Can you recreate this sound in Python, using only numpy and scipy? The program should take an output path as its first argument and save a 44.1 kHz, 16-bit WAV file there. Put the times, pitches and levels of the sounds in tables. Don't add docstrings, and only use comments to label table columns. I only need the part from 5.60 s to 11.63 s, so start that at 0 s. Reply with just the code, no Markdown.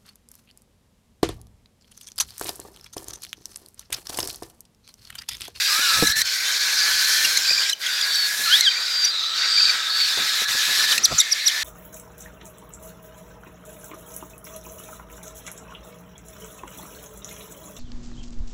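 import sys
import numpy as np
from scipy import signal
from scipy.fft import rfft, irfft, next_fast_len
from scipy.io import wavfile

SR = 44100
rng = np.random.default_rng(int(sys.argv[2]) if len(sys.argv) > 2 else 0)


def persist_wave(psi):
    counts = np.round(np.clip(psi, -1, 1) * 32767).astype(np.int16)
    wavfile.write(sys.argv[1], SR, np.atleast_2d(counts).T)


N = 266011
TIME = np.arange(N) / SR
CUTOFF_HZ = 15900


def from_db(db):
    return 10 ** (np.asarray(db) / 20)


def unit_rms(x):
    return x / np.sqrt(np.mean(x ** 2) + 1e-20)


def curve_at(rows, t):
    times, *columns = np.transpose(rows)
    return [np.interp(t, times, column) for column in columns]


def gain_at(spectrum, hz):
    known_hz, db = np.transpose(spectrum)
    return from_db(np.interp(np.log(hz + 1), np.log(known_hz), db))


def noise(spectrum):
    size = next_fast_len(N)
    hz = np.fft.rfftfreq(size, 1 / SR)
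    colour = gain_at(spectrum, hz) * np.minimum(hz / spectrum[0][0], 1)
    return unit_rms(irfft(rfft(rng.standard_normal(size)) * colour, size)[:N])


def drift(rate_hz, size=N):
    run_in = SR // 10
    lowpass = signal.butter(2, rate_hz, fs=SR, output="sos")
    return unit_rms(signal.sosfilt(lowpass, rng.standard_normal(size + run_in))[run_in:])


def phase_of(hz):
    return 2 * np.pi * np.cumsum(hz) / SR


def resonance(hz, width_hz):
    phase = phase_of(hz)
    return drift(width_hz / 2, len(hz)) * np.cos(phase) + drift(width_hz / 2, len(hz)) * np.sin(phase)


def between(start_s, end_s):
    at = np.flatnonzero((TIME >= start_s) & (TIME <= end_s))
    return at, (TIME[at] - start_s) / (end_s - start_s)


def fade(at, start_s, end_s, attack_s, release_s):
    return np.clip(np.minimum((TIME[at] - start_s) / attack_s, (end_s - TIME[at]) / release_s), 0, 1)


def note(rows, edge_s=0.0007):
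    at, _ = between(rows[0][0], rows[-1][0])
    hz, db = curve_at(rows, TIME[at])
    return at, hz, from_db(db) * fade(at, TIME[at[0]], TIME[at[-1]], edge_s, edge_s)


# (frequency [Hz], relative density [dB])
ROOM_SPECTRUM = [(25, -16), (100, -4), (250, -5.5), (600, 2.5), (1200, -4.5), (4000, -8.5)]


def room_tone(level_db=-50):
    return from_db(level_db) * noise(ROOM_SPECTRUM)


def reflections(x, t60_s, top_hz, delay_s=0.004):
    t = TIME[:SR // 2]
    tail = rng.standard_normal(len(t)) * from_db(-60 * t / t60_s) * (t > delay_s)
    tail /= np.sqrt(np.sum(tail ** 2))
    lowpass = signal.butter(2, top_hz, fs=SR, output="sos")
    return signal.sosfilt(lowpass, signal.fftconvolve(x, tail)[:N])


def swells(rows, spectrum):
    gain = np.zeros(N)
    for peak_s, db, swell_s, decay_s in rows:
        falloff = np.maximum((peak_s - TIME) / swell_s, (TIME - peak_s) / decay_s)
        gain += from_db(db) * np.exp(-np.minimum(falloff, 20))
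    return gain * noise(spectrum)


# (time [s], level [dB], swell [s], decay [s])
PUFFS = [(.395, -34, 0.027, 0.016), (.445, -32, 0.0079, 0.014), (.5, -36.5, 0.016, 0.0099),
         (.575, -44, 0.015, 0.041), (1.35, -54, 0.078, 0.048), (4.9, -46, 0.017, 0.019),
         (5.54, -33.5, 0.027, 0.013)]
# (frequency [Hz], relative density [dB])
PUFF_SPECTRUM = [(30, -20), (50, -2), (85, -2.5), (170, -5), (280, -17), (600, -53), (2000, -70)]


def puffs():
    return swells(PUFFS, PUFF_SPECTRUM)


# (time [s], level [dB], swell [s], decay [s])
BUMPS = [(.195, -32, 0.0051, 0.0043), (.395, -35.5, 0.029, 0.0079), (.43, -29, 0.007, 0.0092),
         (1.645, -43, 0.014, 0.087), (1.911, -30, 0.0013, 0.0043), (2.795, -43, 0.004, 0.049),
         (4.578, -31.5, 0.0049, 0.037), (4.82, -33.5, 0.0026, 0.0043), (4.95, -30, 0.00089, 0.0056),
         (5.085, -35.5, 0.0044, 0.024), (5.405, -42.5, 0.16, 0.063), (5.525, -25.5, 0.011, 0.0075)]
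# (frequency [Hz], relative density [dB])
SCUFF_SPECTRUM = [(30, -9), (80, -7), (170, 1), (300, 0.5), (385, 2.5), (480, -1.5), (620, 1.5),
                  (900, -4.5), (1300, 2.5), (3000, -51)]


def bumps():
    return swells(BUMPS, SCUFF_SPECTRUM)


# (time [s], level [dB])
BLOWS = [(0.425, -15), (0.4309, -20)]
# (frequency [Hz], relative level [dB], t60 [s])
TUB_MODES = [(223, -16, 0.23), (301, 1.5, 0.055), (456, 3.5, 0.045), (745, -3.5, 0.024)]


def tub_knock():
    out = np.zeros(N)
    for start_s, blow_db in BLOWS:
        t = np.clip(TIME - start_s, 0, 1)
        for hz, mode_db, t60_s in TUB_MODES:
            out += from_db(blow_db + mode_db - 60 * t / t60_s) * np.sin(2 * np.pi * hz * t)
    return out


def thin_tone(hz, rough, overtone_db, jitter_hz=100, shimmer_db=5, halo_width_hz=620):
    phase = phase_of(hz + rough * jitter_hz * drift(200, len(hz)))
    shimmer = unit_rms(from_db(rough * shimmer_db * np.minimum(drift(90, len(hz)), 1)))
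    core = unit_rms(np.sin(phase) + from_db(overtone_db) * np.sin(2 * phase))
    halo_gain = 0.8 * rough
    return shimmer * (np.sqrt(1 - halo_gain ** 2) * core + halo_gain * resonance(hz, halo_width_hz))


# (time [s], pitch [Hz], level [dB])
WHINE_CURVE = [(.08, 1360, -35), (.11, 1193, -33), (.16, 1263, -30), (.235, 1481, -28), (.3, 1344, -27.5),
               (.38, 1288, -32), (.53, 1340, -40)]


def whine():
    at, hz, gain = note(WHINE_CURVE)
    out = np.zeros(N)
    out[at] = gain * thin_tone(hz, rough=0.36, overtone_db=-18)
    return out


# (time [s], pitch [Hz], octave level [dB], fundamental level [dB])
CRY_CURVE = [(2.853, 1472, -43, -30), (2.879, 1290, -38, -28.5), (2.9, 1402, -34, -28),
             (2.924, 1563, -16.5, -24), (2.943, 1668, -12, -23), (2.957, 1772, -14.5, -41),
             (2.974, 1920, -22, -35), (3.024, 2168, -30, -29), (3.041, 2006, -20, -29),
             (3.056, 1870, -19, -35), (3.068, 1667, -15, -28), (3.079, 1584, -13, -23),
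             (3.092, 1556, -19, -29), (3.097, 1560, -45, -45)]


def cry(wobble=0.024, wobble_hz=170, shimmer_db=0.5, clear_s=3.012, gush_hz=4750):
    start_s, end_s = CRY_CURVE[0][0], CRY_CURVE[-1][0]
    at, _ = between(start_s, end_s)
    hz, octave_db, fundamental_db = curve_at(CRY_CURVE, TIME[at])
    hoarse = fade(at, start_s, clear_s, attack_s=0.078, release_s=0.011)
    rough = np.maximum(hoarse, 0.22)
    phase = phase_of(hz * (1 + wobble * rough * drift(wobble_hz, len(at))))
    overtones = sum(from_db(-18 - 5 * (k - 3)) * np.sin(k * phase) for k in range(3, 8))
    fundamental = from_db(fundamental_db) * np.sin(phase)
    upper = from_db(octave_db) * (np.sin(2 * phase) + overtones)
    gush = from_db(-26) * resonance(np.full(len(at), gush_hz), width_hz=1700)
    husk = from_db(-33) * resonance(hz, width_hz=380)
    shimmer = from_db(shimmer_db * rough * drift(wobble_hz, len(at)))
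    out = np.zeros(N)
    out[at] = np.sqrt(2) * (fundamental + upper) * shimmer + hoarse * (gush + husk)
    return out


# (frequency [Hz], relative gain [dB])
TRACT_RESPONSE = [(1400, -32), (2100, -9), (3000, 3.5), (4100, 4.5), (5000, -1), (6000, 5), (7800, 4.5),
                  (9000, -12.5), (10200, -3), (11400, 2), (12700, -6), (15000, -11)]


def syrinx(at, hz, gain, slope_db_oct, jitter, shimmer_db, pure_hz=4900, pure_db_oct=-13, top_hz=14000):
    k = np.arange(1, 9)[:, None]
    high_register = (1 + np.tanh((hz - pure_hz) / 500)) / 2
    tilt = from_db((slope_db_oct + pure_db_oct * high_register) * np.log2(k))
    muffle = (k * hz < CUTOFF_HZ) / np.sqrt(1 + (k * hz / top_hz) ** 10)
    weights = gain_at(TRACT_RESPONSE, k * hz) * tilt * muffle
    weights /= np.sqrt(np.sum(weights ** 2, axis=0) / 2)
    phase = phase_of(hz * (1 + jitter * drift(1300, len(at))))
    shimmer = from_db(shimmer_db * drift(220, len(at)))
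    out = np.zeros(N)
    out[at] = gain * shimmer * np.sum(weights * np.sin(k * phase), axis=0)
    return out


# (centre [s], length [s], first pitch [Hz], last pitch [Hz], level [dB])
SQUEAKS = [ (0.473, 0.0098, 1970, 2100, -10.5), (0.6184, 0.0061, 1796, 2200, -12),
           (1.651, 0.017, 2870, 2760, -14.5), (1.7747, 0.012, 1815, 2400, -11),
           (2.02, 0.0089, 3000, 2880, -21.5), (2.099, 0.014, 1656, 2190, -15),
           (2.126, 0.017, 4200, 3930, -23.5), (2.133, 0.011, 3260, 2870, -16),
           (2.268, 0.017, 3650, 3000, -19.5), (2.414, 0.011, 3830, 3180, -16),
           (2.558, 0.0094, 4110, 3700, -16), (3.01, 0.0054, 1810, 2230, -7), (3.451, 0.02, 5810, 5920, -14),
           (5.38, 0.004, 1780, 2390, -11.5), (5.383, 0.0059, 2740, 2520, -14),
           (5.587, 0.015, 7500, 6200, -12.5), (5.591, 0.027, 6330, 5420, -13),
           (5.604, 0.014, 3880, 3500, -8), (5.614, 0.0066, 3990, 3700, -12),
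           (5.891, 0.014, 5790, 5440, -21), (5.899, 0.0066, 3160, 3030, -19), ]


def squeaks(edge_db=-25.5):
    out = np.zeros(N)
    progress = np.linspace(0, 1, 9)
    loudest_db = max(row[-1] for row in SQUEAKS)
    for centre_s, length_s, first_hz, last_hz, db in SQUEAKS:
        times = centre_s + length_s * (progress - 0.5)
        glide_hz = first_hz + (last_hz - first_hz) * progress
        swell_db = db + edge_db * (2 * progress - 1) ** 2
        at, hz, gain = note(np.column_stack([times, glide_hz, swell_db]))
        slope_db_oct = -4 + 0.31 * (db - loudest_db)
        out += syrinx(at, hz, gain, slope_db_oct, jitter=0.0053, shimmer_db=0.5)
    return out


# (mid-fall [s], hold before [s], hold after [s], top pitch [Hz], end pitch [Hz], level [dB])
CHIRPS = [(2.555, 0.0055, 0.0023, 6100, 3570, -24), (3.461, 0.0034, .003, 5960, 4500, -27),
          (5.321, 0.002, 0.006, 4870, 2890, -17), (5.454, 0.0073, 0.0035, 6100, 3200, -9.5),
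          (5.61, 0.011, 0.0056, 6050, 3170, -18.5), (5.73, 0.006, 0.0005, 5870, 4180, -13),
          (5.879, 0.0099, 0.0048, 5930, 3300, -12.5)]


def chirps(attack_s=0.023, release_s=0.0079, edge_db=-29, crest_s=0.0039, fall_s=0.0049,
           arch_hz_per_s2=3.5e6, onset_hz=4300):
    out = np.zeros(N)
    loudest_db = max(row[-1] for row in CHIRPS)
    for mid_s, before_s, after_s, top_hz, end_hz, db in CHIRPS:
        corners_s = mid_s + np.array([-before_s - attack_s, -before_s, after_s, after_s + release_s])
        at, _ = between(corners_s[0], corners_s[-1])
        to_crest_s = np.maximum(mid_s - max(before_s, crest_s) - TIME[at], 0)
        rise_hz = np.maximum(top_hz - arch_hz_per_s2 * to_crest_s ** 2, onset_hz)
        fall = (1 - np.tanh((TIME[at] - mid_s) / fall_s)) / 2
        hz = end_hz + (rise_hz - end_hz) * fall
        gain = from_db(db + np.interp(TIME[at], corners_s, [edge_db, 0, 0, edge_db]))
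        slope_db_oct = -2.5 + 0.59 * (db - loudest_db)
        out += syrinx(at, hz, gain, slope_db_oct, jitter=0.022, shimmer_db=1.5,
                      pure_hz=5100, pure_db_oct=-16)
    return out


def escaping_air(voice, gain_db=-15):
    bandpass = signal.butter(2, [5500, 12500], "band", fs=SR, output="sos")
    return from_db(gain_db) * signal.sosfilt(bandpass, voice * rng.standard_normal(N))


# (time [s], relative level [dB], half pitch [Hz])
CRACKS = [(1.8532, -21, 2490), (1.8896, -20, 2360), (1.9048, -14, 2460), (1.9202, -18, 2430),
          (1.9823, -15, 2410), (2.0612, -20, 2370), (3.1115, -20, 2430), (3.1582, -22, 2310),
          (3.1764, -20.5, 2400), (3.9783, -15, 2370), (4.0057, -18, 2580), (4.0442, -24, 2340),
          (4.0791, -18, 2430), (4.0966, -15, 2380), (4.4039, -20.5, 2250)]


def whistle_cracks(length_s=0.014, lead_s=0.005, gain_db=-3, third_db=-11):
    out = np.zeros(N)
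    for time_s, db, hz in CRACKS:
        at, progress = between(time_s - lead_s, time_s - lead_s + length_s)
        phase = 2 * np.pi * hz * (TIME[at] - time_s)
        tone = np.sin(phase) + from_db(third_db) * np.sin(3 * phase)
        out[at] += from_db(db + gain_db) * np.sin(np.pi * progress) ** 2 * tone
    return out


# (start [s], length [s], first pitch [Hz], last pitch [Hz], arch [Hz], peak level [dB],
#   peak position [0-1], first roughness [0-1], last roughness [0-1])
WHISTLES = [ (0, 0.16, 4620, 5080, 7, -24.5, .78, 0.64, .65),
            (.214, 0.13, 2990, 2670, -24, -32, 0.19, .3, 0.63),
            (.84, 0.12, 3120, 3080, -18, -33, 0.27, .15, .3),
            (1.165, 0.11, 4950, 4470, 40, -20.5, .6, 0.83, 0.75),
            (1.474, .24, 3110, 3330, 25, -32, .26, 0.18, .35),
            (1.835, 0.23, 4710, 4620, 91, -20, 0.28, 0.67, .85),
            (2.3, .095, 4630, 4830, 21, -27.5, .65, .1, .5),
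            (2.37, .11, 4900, 4650, 24, -24.5, 0.21, 0.8, .85),
            (2.471, .225, 4555, 4320, 45, -21.5, 0.49, .08, 0.8),
            (2.832, 0.16, 4100, 4700, 11, -24.5, 0.14, 0.73, 1),
            (3.02, 0.27, 4700, 4700, -50, -26, 0.17, .3, .95),
            (3.289, 0.233, 4810, 4770, -91.5, -21, 0.78, 0.21, .25),
            (3.505, .125, 4270, 3760, -130, -27, 0.19, .55, .8),
            (3.63, 0.087, 3860, 4060, 21, -26, .41, .5, .65),
            (3.739, 0.19, 4450, 4740, 28.5, -24.5, 0.9, 0.71, 0.66),
            (3.895, 0.25, 4696, 4546, 26.5, -16.5, 0.66, 0.61, 0.51),
            (4.295, .18, 4430, 4430, 70, -20, 0.73, 0.68, 0.32), ]


def whistles(edge_db=-5.5, waver_db=0.5, waver_hz=22, waver_rate_hz=40):
    out = np.zeros(N)
    for start_s, length_s, first_hz, last_hz, arch_hz, db, peak, first_rough, last_rough in WHISTLES:
        end_s = start_s + length_s
        at, progress = between(start_s, end_s)
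        hz = first_hz + (last_hz - first_hz) * progress + arch_hz * (1 - (2 * progress - 1) ** 2)
        hz += waver_hz * drift(waver_rate_hz, len(at))
        level_db = db + np.interp(progress, [0, peak, 1], [edge_db, 0, edge_db])
        level_db -= waver_db * drift(waver_rate_hz, len(at))
        gate = fade(at, start_s, end_s, attack_s=0.007, release_s=0.026)
        rough = first_rough + (last_rough - first_rough) * progress ** 2
        out[at] += gate * from_db(level_db) * thin_tone(hz, rough, overtone_db=-37)
    return out


# (frequency [Hz], relative density [dB])
BEAK_SPECTRUM = [(500, -19), (900, -14), (1300, -6.5), (1650, -0.5), (2000, 0), (2400, -5.5), (2950, -3),
                 (3550, 1.5), (4600, 2), (5900, -3), (6600, -6.5), (8100, -11.5), (8700, -16), (10000, -54)]


def beak_hiss(swell_db=2.5, rate_hz=9, bands=14):
    size = next_fast_len(N)
    hz = np.fft.rfftfreq(size, 1 / SR)
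    spectrum = rfft(noise(BEAK_SPECTRUM), size)
    band_of_bin = np.digitize(hz, np.linspace(1900, 8000, bands - 1))
    out = np.zeros(N)
    for k in range(bands):
        band = irfft(spectrum * (band_of_bin == k), size)[:N]
        out += band * from_db(swell_db * drift(rate_hz))
    return unit_rms(out)


# (frequency [Hz], relative density [dB])
AIR_SPECTRUM = [(7000, 10), (8700, 4.5), (9300, 10.5), (10500, 5.5), (12300, 8.5), (13200, 7.5),
                (14000, -1.5), (15700, -1)]


def thin_air(swell_db=1, rate_hz=8):
    return noise(AIR_SPECTRUM) * from_db(swell_db * drift(rate_hz))


def voiced_ring(hz, jitter_hz, shimmer_db=3, overtone_db=-17):
    phase = phase_of(hz + jitter_hz * drift(200, len(hz)))
    tone = np.sin(phase) + from_db(overtone_db) * np.sin(2 * phase)
    return unit_rms(tone * from_db(shimmer_db * drift(230, len(hz))))


# (centre [s], half length [s], depth [dB])
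HISS_DIPS = [(.542, .018, -16), (.637, .014, -10), (.995, .012, -4), (1.465, .011, -4), (4.863, .016, -11),
             (5.266, .008, -5)]


def hiss_dips():
    return from_db(sum(db * np.exp(-np.minimum(((TIME - centre_s) / half_s) ** 4, 20))
                       for centre_s, half_s, db in HISS_DIPS))


# (start [s], end [s], release [s], onset effort [dB], beak hiss [dB], thin air [dB],
#   throat first [Hz], throat last [Hz], throat [dB], mouth [Hz], mouth [dB], upper [Hz], upper [dB],
#   top [Hz], top [dB], ring first [Hz], ring last [Hz], breathy ring [dB], voiced ring [dB])
DRAWS = [ (-.1, 0.441, 0.011, -0.5, -27, -31, 3900, 4200, -31.5, 2480, -33.5, 4840, -31.5, 7100, -42, 1566, 1597, -43, -50),
         (-.1, 0.627, .008, -6, -27.5, -25, 3760, 4045, -25.5, 2250, -36, 5600, -27.5, 7800, -34, 1590, 1740, -30.5, -29.5),
         (.585, 1.781, .011, -4, -25, -27.5, 4470, 4190, -28.5, 2330, -34, 5390, -30.5, 6640, -34.5, 1556, 1533, -36.5, -33),
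         (.79, 1.667, 0.0093, -4, -26.5, -31.5, 3914, 4280, -29.5, 2085, -52, 6040, -32, 8200, -42, 1635, 1752, -37, -31),
         (1.736, 2.131, 0.024, 3, -27.5, -38, 3880, 3810, -36.5, 2420, -42, 5300, -31, 7140, -36, 1597, 1571, -43, -35),
         (2.189, 3.016, .0059, -4.5, -27, -28.5, 3610, 3960, -36, 2340, -41, 5540, -37, 7800, -50, 1603, 1738, -35.5, -32),
         (2.196, 2.699, 0.037, 2, -32, -51, 3620, 3920, -38.5, 2156, -44, 5800, -48, 7000, -52, 1472, 1500, -41, -51),
         (2.829, 3.521, .043, -1, -28, -42, 3900, 3820, -33, 2350, -40, 4920, -39, 6800, -44.5, 1490, 1482, -40.5, -47),
         (3.48, 5.371, 0.1, 3, -34, -54, 3806, 3652, -31.5, 2400, -49, 4686, -38, 6900, -58, 1318, 1290, -46, -45.5),
         (3.727, 4.395, 0.28, -3, -24.5, -39, 3900, 4100, -47, 2370, -44, 5050, -35, 7020, -42, 1514, 1640, -32, -39.5),
         (4.327, 5.398, 0.067, -6, -21.5, -26, 4250, 3835, -27, 2480, -35, 5380, -35, 7280, -39, 1602, 1764, -31.5, -31.5),
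         (5.355, 5.603, .011, -8, -26.5, -35.5, 3820, 3900, -46, 2490, -40, 4770, -51, 7100, -38, 1334, 1305, -39, -38),
         (5.578, 6.099, .013, -4, -28, -34.5, 3860, 3790, -33.5, 2390, -41, 4550, -50, 6780, -42, 1802, 1733, -35.5, -36.5),
         (5.564, 6.1, .015, 1.5, -42, -59, 3620, 3370, -40, 2550, -46, 5900, -57, 7500, -56, 2156, 2120, -38.5, -53),
         ]


def rasp(attack_s=0.05, unsteady_db=0.32, wander=0.01114, rattle_db=2.5, flutter_db=0.25,
         tighten_s=0.04, tighten_hz=110, tighten_db=4, air_db_per_db=2.03, voice_db_per_db=1.36):
    out, beak_power, air_power = np.zeros((3, N))
    dips = hiss_dips()
    for (start_s, end_s, release_s, onset_db, beak_db, air_db,
         throat_first_hz, throat_last_hz, throat_db, mouth_hz, mouth_db, upper_hz, upper_db,
         top_hz, top_db, ring_first_hz, ring_last_hz, breathy_db, voiced_db) in DRAWS:
        at, progress = between(start_s, end_s)
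        effort_db = onset_db * (1 - progress) + unsteady_db * drift(8, len(at))
        gate = fade(at, start_s, end_s, attack_s, release_s)
        flow = gate * from_db(effort_db)
        waver = 1 + wander * drift(22, len(at))
        tight = np.exp((TIME[at] - end_s) / tighten_s)
        ring_hz = ring_first_hz + (ring_last_hz - ring_first_hz) * progress + tighten_hz * tight
        throat_hz = throat_first_hz + (throat_last_hz - throat_first_hz) * progress
        rattle = unit_rms(from_db(rattle_db * drift(60, len(at))))

        breathy_ring = from_db(breathy_db + tighten_db * tight) * resonance(ring_hz * waver, width_hz=190)
        throat = from_db(throat_db) * resonance(throat_hz * waver, width_hz=420)
        mouth = from_db(mouth_db) * resonance(mouth_hz * waver, width_hz=340)
        upper = from_db(upper_db) * resonance(upper_hz * waver, width_hz=650)
        top = from_db(top_db) * resonance(top_hz * waver, width_hz=900)
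        out[at] += flow * (breathy_ring + rattle * (throat + dips[at] * (mouth + upper + top)))

        voice_gate = fade(at, start_s, end_s, attack_s, release_s=0.022)
        voice_gain = from_db(voiced_db + voice_db_per_db * effort_db + tighten_db * tight)
        jitter_hz = np.interp(progress, [0, 1], [40, 22])
        out[at] += voice_gate * voice_gain * voiced_ring(ring_hz, jitter_hz)

        beak_power[at] += (flow * from_db(beak_db)) ** 2
        air_power[at] += gate * from_db(air_db + air_db_per_db * effort_db) ** 2
    hiss = np.sqrt(beak_power) * beak_hiss() + np.sqrt(air_power) * thin_air()
    flutter = from_db(-flutter_db * drift(260))
    return (out + dips * hiss) * flutter


def scene():
    birds = rasp() + whistles() + whistle_cracks() + whine()
    forced_notes = chirps() + squeaks()
    birds += forced_notes + escaping_air(forced_notes) + cry()
    jostling = tub_knock() + bumps() + puffs()
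    near_walls = from_db(-15.5) * reflections(birds, t60_s=0.015, top_hz=8900)
    far_walls = from_db(-17.5) * reflections(birds, t60_s=1.0, top_hz=6100)
    return (birds + near_walls + far_walls + jostling + room_tone())[None]


def record(dry, ceiling=0.9):
    rounded = dry / (1 + (dry / ceiling) ** 6) ** (1 / 6)
    lowpass = signal.ellip(10, 0.1, 90, CUTOFF_HZ, fs=SR, output="sos")
    return signal.sosfilt(lowpass, rounded)


dry = scene()
out = record(dry)
persist_wave(out)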